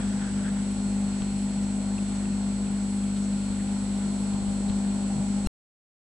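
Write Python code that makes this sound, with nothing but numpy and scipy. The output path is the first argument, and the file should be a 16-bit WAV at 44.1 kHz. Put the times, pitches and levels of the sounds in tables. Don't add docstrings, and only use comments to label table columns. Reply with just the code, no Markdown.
import sys
import numpy as np
from scipy import signal
from scipy.fft import rfft, irfft, next_fast_len
from scipy.io import wavfile
from scipy.ndimage import uniform_filter1d

SR = 44100
rng = np.random.default_rng(int(sys.argv[2]) if len(sys.argv) > 2 else 0)


def elevation(decibels):
    levels = np.asarray(decibels, float)
    return 10 ** (levels / 20)


def wav_out(sig):
    wavfile.write(sys.argv[1], SR, np.round(np.clip(np.atleast_2d(sig).T, -1, 1) * 32767).astype(np.int16))


N = 268112
T = np.arange(N) / SR


def unit(x):
    return x / np.sqrt(np.mean(x ** 2))


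def gains(left_db, right_db, change_db=0):
    return elevation(np.array([[left_db], [right_db]]) + change_db)


def curve(table):
    s, *columns = np.transpose(table)
    return [np.interp(T, s, c) for c in columns]


def walk(rate_hz):
    hold = int(SR / rate_hz)
    steps = np.repeat(rng.standard_normal(N // hold + 1), hold)
    return 1.3 * uniform_filter1d(uniform_filter1d(steps, hold), hold)[:N]


def bell(s, half_s):
    return np.exp(-((T - s) / half_s) ** 2)


def band(hz, width_hz, size=N):
    b, a = signal.iirpeak(hz, hz / width_hz, fs=SR)
    once = signal.lfilter(b, a, rng.standard_normal(size))
    return unit(signal.lfilter(b, a, once))


def ring(hz, t60_ms, glide=0., rise_ms=.3):
    ms = np.arange(int(t60_ms * SR / 1000)) * 1000 / SR
    phase = 2 * np.pi * hz * (ms + 2 * glide * ms ** 2 / t60_ms) / 1000
    shape = 1000 ** (-ms / t60_ms) * (1 - np.exp(-ms / rise_ms))
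    return np.sin(phase) * shape / shape.max()


def add(out, s, x, left_db, right_db):
    i = int(s * SR)
    out[:, i:i + len(x)] += gains(left_db, right_db) * x[:N - i]


# multiple of mains (rounded in use), left level in dB, right level in dB.
HUM_LINES = [(0.992, -41, -42.5), (1.997, -41.5, -48.5), (2.99, -50, -50.5), (4, -27, -29),
             (5.01, -37, -40), (6.05, -52.5, -54.5), (6.94, -56.5, -60.5), (8.04, -55, -56.5),
             (10.06, -55.5, -63), (11.06, -60, -66), (18.05, -66, -62), (27.02, -63, -72),
             (28.16, -65, -71), (39, -87, -76.5), (43, -76, -71), (45, -81, -89), (61.4, -68.5, -80),
             (68, -79, -71.5)]
# frequency in Hz, left level in dB, right level in dB.
RATTLE_SPECTRUM = [(600, -77.5, -88), (2000, -75.5, -86.5), (3480, -76.5, -89), (5000, -84.5, -88.5),
                   (7500, -82, -73.5), (8530, -93, -93)]


def pumps():
    mains_hz, start_rad, step_rad = 50.003, -2.1, 4.15
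    cabinet_lead_rad, second_lag_rad = 1.45, 0.21
    turn = 2 * np.pi * mains_hz * T + step_rad
    out = np.zeros((2, N))
    for multiple, left_db, right_db in HUM_LINES:
        k = round(multiple)
        lead = cabinet_lead_rad * np.clip(3 - 2 * abs(k - 4.75), 0, 1) * (k > 3)
        lag = np.array([[0], [second_lag_rad * (k == 2)]])
        out += gains(left_db, right_db, 0.21 * walk(3.4)) * np.cos(k * turn + start_rad + lead - lag)

    hz, left_db, right_db = np.transpose(RATTLE_SPECTRUM)
    cycle = np.linspace(0, 2 * np.pi, num=2048, endpoint=False)
    orders = np.arange(12, 170)[:, None]
    scatter_db = 4.0 * rng.standard_normal(orders.shape)
    phase = rng.uniform(0, 2 * np.pi, orders.shape)
    for side, db in enumerate((left_db, right_db)):
        level = elevation(np.interp(orders * mains_hz, hz, db) + scatter_db)
        shape = (level * np.cos(orders * cycle + phase)).sum(axis=0)
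        out[side] += np.interp(turn, cycle, shape, period=2 * np.pi)
    return np.sqrt(2) * out


# frequency in Hz, left and right density in dB per Hz, likeness 0-1.
RUSH_SPECTRUM = [(20, -83.5, -86.5, .5), (45, -65, -69, .8), (75, -68, -81.5, .6), (125, -63.5, -68.5, 1),
                 (230, -61.5, -63, 0.94), (278.8, -70, -75, 1), (456, -75.5, -77, 0.7),
                 (684, -75, -74, 0.3), (1040, -78.5, -81, 0.7), (1240, -85.5, -83.5, 0.6),
                 (2000, -85, -86.5, 0.22), (4000, -86, -88, 0.05), (5450, -89, -88.5, .05),
                 (7000, -87.5, -90, 0), (8950, -90.5, -89.5, 0.27), (10900, -94.5, -96.5, 0.02)]
# frequency in Hz, width in Hz, left and right density in dB per Hz.
RESONANCES = [(156.8, 34, -62.5, -60), (203.4, 26.6, -55, -57), (346, 35, -67.5, -73),
              (610, 60, -71, -78.5), (781, 15, -66.5, -71), (819, 32, -69, -73), (1434, 220, -81, -85),
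              (4293, 370, -86, -97.5), (7860, 1200, -90, -81)]
# centre in seconds, level above calm in dB.
FLOW_SURGES = [(0, 4.5), (.33, 6), (.49, 8.5), (.84, 3), (1.1, 2.5), (2.3, 2), (2.73, 4), (4.17, 4.5),
               (4.33, 4), (4.52, 4), (4.7, 10.5), (4.86, 4), (5.19, 13)]


def water():
    size = next_fast_len(N)
    f = np.maximum(np.arange(size // 2 + 1) * SR / size, 1)
    hz, left_db, right_db, like = np.transpose(RUSH_SPECTRUM)
    power = np.array([elevation(np.interp(np.log(f), np.log(hz), db)) ** 2 for db in (left_db, right_db)])
    for centre_hz, width_hz, l_db, r_db in RESONANCES:
        power += gains(l_db, r_db) ** 2 / (1 + (2 * (f - centre_hz) / width_hz) ** 2) ** 2
    like = np.clip(np.interp(np.log(f), np.log(hz), like), 0, 1)
    mid, side = rfft(rng.standard_normal((2, size)))
    both = mid * np.sqrt(1 + like) + side * np.sqrt(1 - like) * np.array([[1], [-1]])
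    both = both * np.sqrt(power * SR / 4)

    surge_s, calm_db, middle_share = .05, -2.5, 0.13
    boom_db = sum(db * bell(s, surge_s) for s, db in FLOW_SURGES) + calm_db
    middle_db = middle_share * boom_db + 2 * bell(4.6, 0.69)
    place = np.clip(2 * np.log2(f / 20), 0, 19)
    swell, out = walk(2), 0
    for k in range(20):
        own_db = boom_db * (k == 6) + middle_db * (9 <= k <= 11)
        share = np.clip(1 - abs(place - k), 0, 1)
        flicker_db = .3 * swell + .5 * walk(2.5) + .8 * walk(15)
        out = out + irfft(both * share, size)[:, :N] * elevation(own_db + flicker_db)
    return out


# centre in seconds, peak in dB, half length in seconds.
GULPS = [(.015, -48, .03), (.11, -52, .05), (.23, -47, .04), (.29, -51, .03), (.39, -54, .03),
         (.47, -45, .045), (.58, -50, .025)]
# start in seconds, peak in dB, frequency in Hz, width in Hz.
SPLASH_EVENTS = [
    (1.17, -58, 6500, 2000),
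    (1.62, -55.5, 6030, 2000),
    (2.14, -55, 6200, 1500),
    (3.15, -51, 2960, 2500),
    (3.22, -52, 6500, 2000),
    (3.58, -50, 1750, 400),
    (4.71, -58, 4000, 300),
]
# start in seconds, peak in dB, frequency in Hz, t60 in ms, left minus right in dB.
BUBBLE_POPS = [(1.9815, -39, 2620, 22, 3), (1.9895, -46, 2500, 12, 3), (2.2543, -46.5, 2620, 14, 2),
               (2.3301, -49, 2600, 14, 2), (2.6694, -48, 2600, 12, 2), (3.038, -47, 3300, 12, 4),
               (2.905, -44, 880, 26, 14), (4.683, -47, 3800, 80, 4), (4.692, -48, 4150, 30, 4)]


def surface():
    shared = band(1560, 450)
    bright = elevation(-5 - 14 * np.minimum(T, 1))
    gate = sum(elevation(db) * bell(s, half_s) for s, db, half_s in GULPS)
    sides = []
    for side_db in (1.5, -1):
        body = .8 * shared + .6 * band(1560, 450)
        treble = band(3300, 500) + .7 * band(2500, 900)
        sides.append(gate * (body + bright * treble) * elevation(side_db))
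    out = np.array(sides)

    rise_ms, splash_t60_ms, glide_per_ms = 13, 160, .0015
    ms = np.arange(int(splash_t60_ms * SR / 1000)) * 1000 / SR
    shape = (1 - np.exp(-(ms / rise_ms) ** 2)) * 1000 ** (-ms / splash_t60_ms)
    for s, db, hz, width_hz in SPLASH_EVENTS:
        splash = band(hz, width_hz, size=len(ms)) * shape / shape.max()
        add(out, s, splash, db + 2.5, db - 3.5)
    for s, db, hz, t60_ms, pan_db in BUBBLE_POPS:
        bubble = ring(hz, t60_ms, glide_per_ms * t60_ms, rise_ms=1)
        add(out, s, bubble, db + pan_db / 2, db - pan_db / 2)
    return out


# time in seconds, 7th multiple in Hz, level in dB.
MOTOR_SPEED = [
    (0.0, 4240, -64),
    (0.12, 4249, -65),
    (0.62, 4252, -64.5),
    (0.83, 4253, -58.5),
    (3.02, 4260, -60),
    (5.45, 4263, -59),
]
# shaft multiple, left level in dB, right level in dB.
MOTOR_PARTIALS = [(4, -10.5, -10), (7, 4.5, -7), (8, -16, -6.5), (10, -16, -24.5), (11, -13, -22),
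                  (12, -4, 2), (15, -10, -14)]


def motor():
    hz, db = curve(MOTOR_SPEED)
    turn = 2 * np.pi * np.cumsum(hz / 7 * (1 + .0003 * walk(12))) / SR
    out = 0
    for k, left_db, right_db in MOTOR_PARTIALS:
        out = out + gains(left_db, right_db, db + .6 * walk(14)) * np.cos(round(k) * turn)
    return np.sqrt(2) * out


# start in seconds, peak in dB.
SHELL_TICKS = [(1.2206, -33), (1.9895, -37.5), (2.2555, -41), (2.334, -46), (2.6694, -45), (4.336, -38),
               (4.6988, -34.5)]
# frequency in Hz, level in dB, t60 in ms.
SHELL_MODES = [(600, -2, 7), (1100, -2, 6), (1800, -6, 4), (2700, -1, 6), (3200, 0, 6), (3700, -4, 6)]
# start in seconds, peak in dB, frequency in Hz, t60 in ms.
THUMPS = [
    (.895, -38, 50.1, 80),
    (1.215, -25, 95, 36),
    (3.496, -31, 75, 74),
    (4.338, -27.5, 105, 56),
    (4.417, -27.5, 110, 50),
    (4.475, -28.5, 80, 90),
    (4.695, -23, 90, 45),
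    (4.945, -32, 65, 70),
]


def fingers():
    out = np.zeros((2, N))
    for s, db in SHELL_TICKS:
        add(out, s, ring(1200, 2.5, rise_ms=.1), db, db - 11)
        for hz, mode_db, t60_ms in SHELL_MODES:
            add(out, s, ring(hz, t60_ms, rise_ms=.35), db + mode_db, db + mode_db - 11)
    for s, db, hz, t60_ms in THUMPS:
        add(out, s, ring(hz, t60_ms, rise_ms=3.4), db + 2, db - 18)
    return signal.sosfilt(signal.butter(2, 45, "high", fs=SR, output="sos"), out)


# frequency in Hz, left level in dB, right level in dB, flip in ms, right lag in rad.
READOUT_WHINES = [(7867.14, -52.5, -51, 1.6, 0), (8265.02, -68, -54, 3.5, 1.8)]
READOUT_TRIM_DB = [3, 3.8]
# time in seconds, frequency in Hz.
WHISTLE_PITCH = [(0, 8770), (.7, 8880), (1.5, 8860), (1.95, 8770), (2.55, 8880), (2.8, 8780), (3.4, 8760),
                 (3.6, 8910), (4.55, 8760), (5.45, 8750)]


def sensor():
    first_flip_s, frame_hz, whistle_db = .0070, 29.97, -56
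    frames = (T - first_flip_s) * frame_hz
    flips = 1. - 2 * (np.floor(frames) % 2)
    out = 0
    for (hz, left_db, right_db, flip_ms, lag), trim_db in zip(READOUT_WHINES, READOUT_TRIM_DB):
        sign = uniform_filter1d(flips, int(flip_ms * SR / 1000))
        tone = np.cos(2 * np.pi * hz * T - np.array([[0], [lag]]))
        out = out + np.sqrt(2) * gains(left_db, right_db, trim_db) * sign * tone
    hz, = curve(WHISTLE_PITCH)
    turn = 2 * np.pi * np.cumsum(hz + 22 * walk(9)) / SR - np.array([[0], [2.2]])
    whistle = np.cos(turn) * walk(170) + np.sin(turn) * walk(170)
    return out + unit(whistle) * gains(-5.0, 1.5, whistle_db + 0.96 * walk(12))


def scene():
    return pumps() + water() + surface() + motor() + fingers() + sensor()


def roll_off(x):
    return signal.sosfilt(signal.butter(12, 16000, fs=SR, output="sos"), x)


def record(dry):
    block, spikes_from, stuck_from, stop = 32, 240888, 240984, 241319
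    level, sag, spike = np.array([[-.113], [-.068]]), np.array([[-.035], [-.02]]), -.058
    n = np.arange(N) - stuck_from
    ripple = (dry - uniform_filter1d(dry, 12))[:, stuck_from - block:stuck_from]
    stuck = ripple[:, n % block] + level + sag * np.exp(-np.maximum(n, 0) / 60)
    share = np.clip(1 + n / (3 * block), 0, 1) ** 2
    x = dry + share * (stuck - dry)
    bad_samples = (n % block == 0) & (n >= spikes_from - stuck_from)
    x += spike * np.convolve(bad_samples, [.5, 1, .5], "same")
    x = signal.sosfiltfilt(signal.ellip(10, .1, 50, 11000, fs=SR, output="sos"), x)
    x[:, stop:] = 0
    x[:, :8] *= np.linspace(.4, 1, num=8)
    return roll_off(x)


dry = scene()
out = record(dry)
wav_out(out)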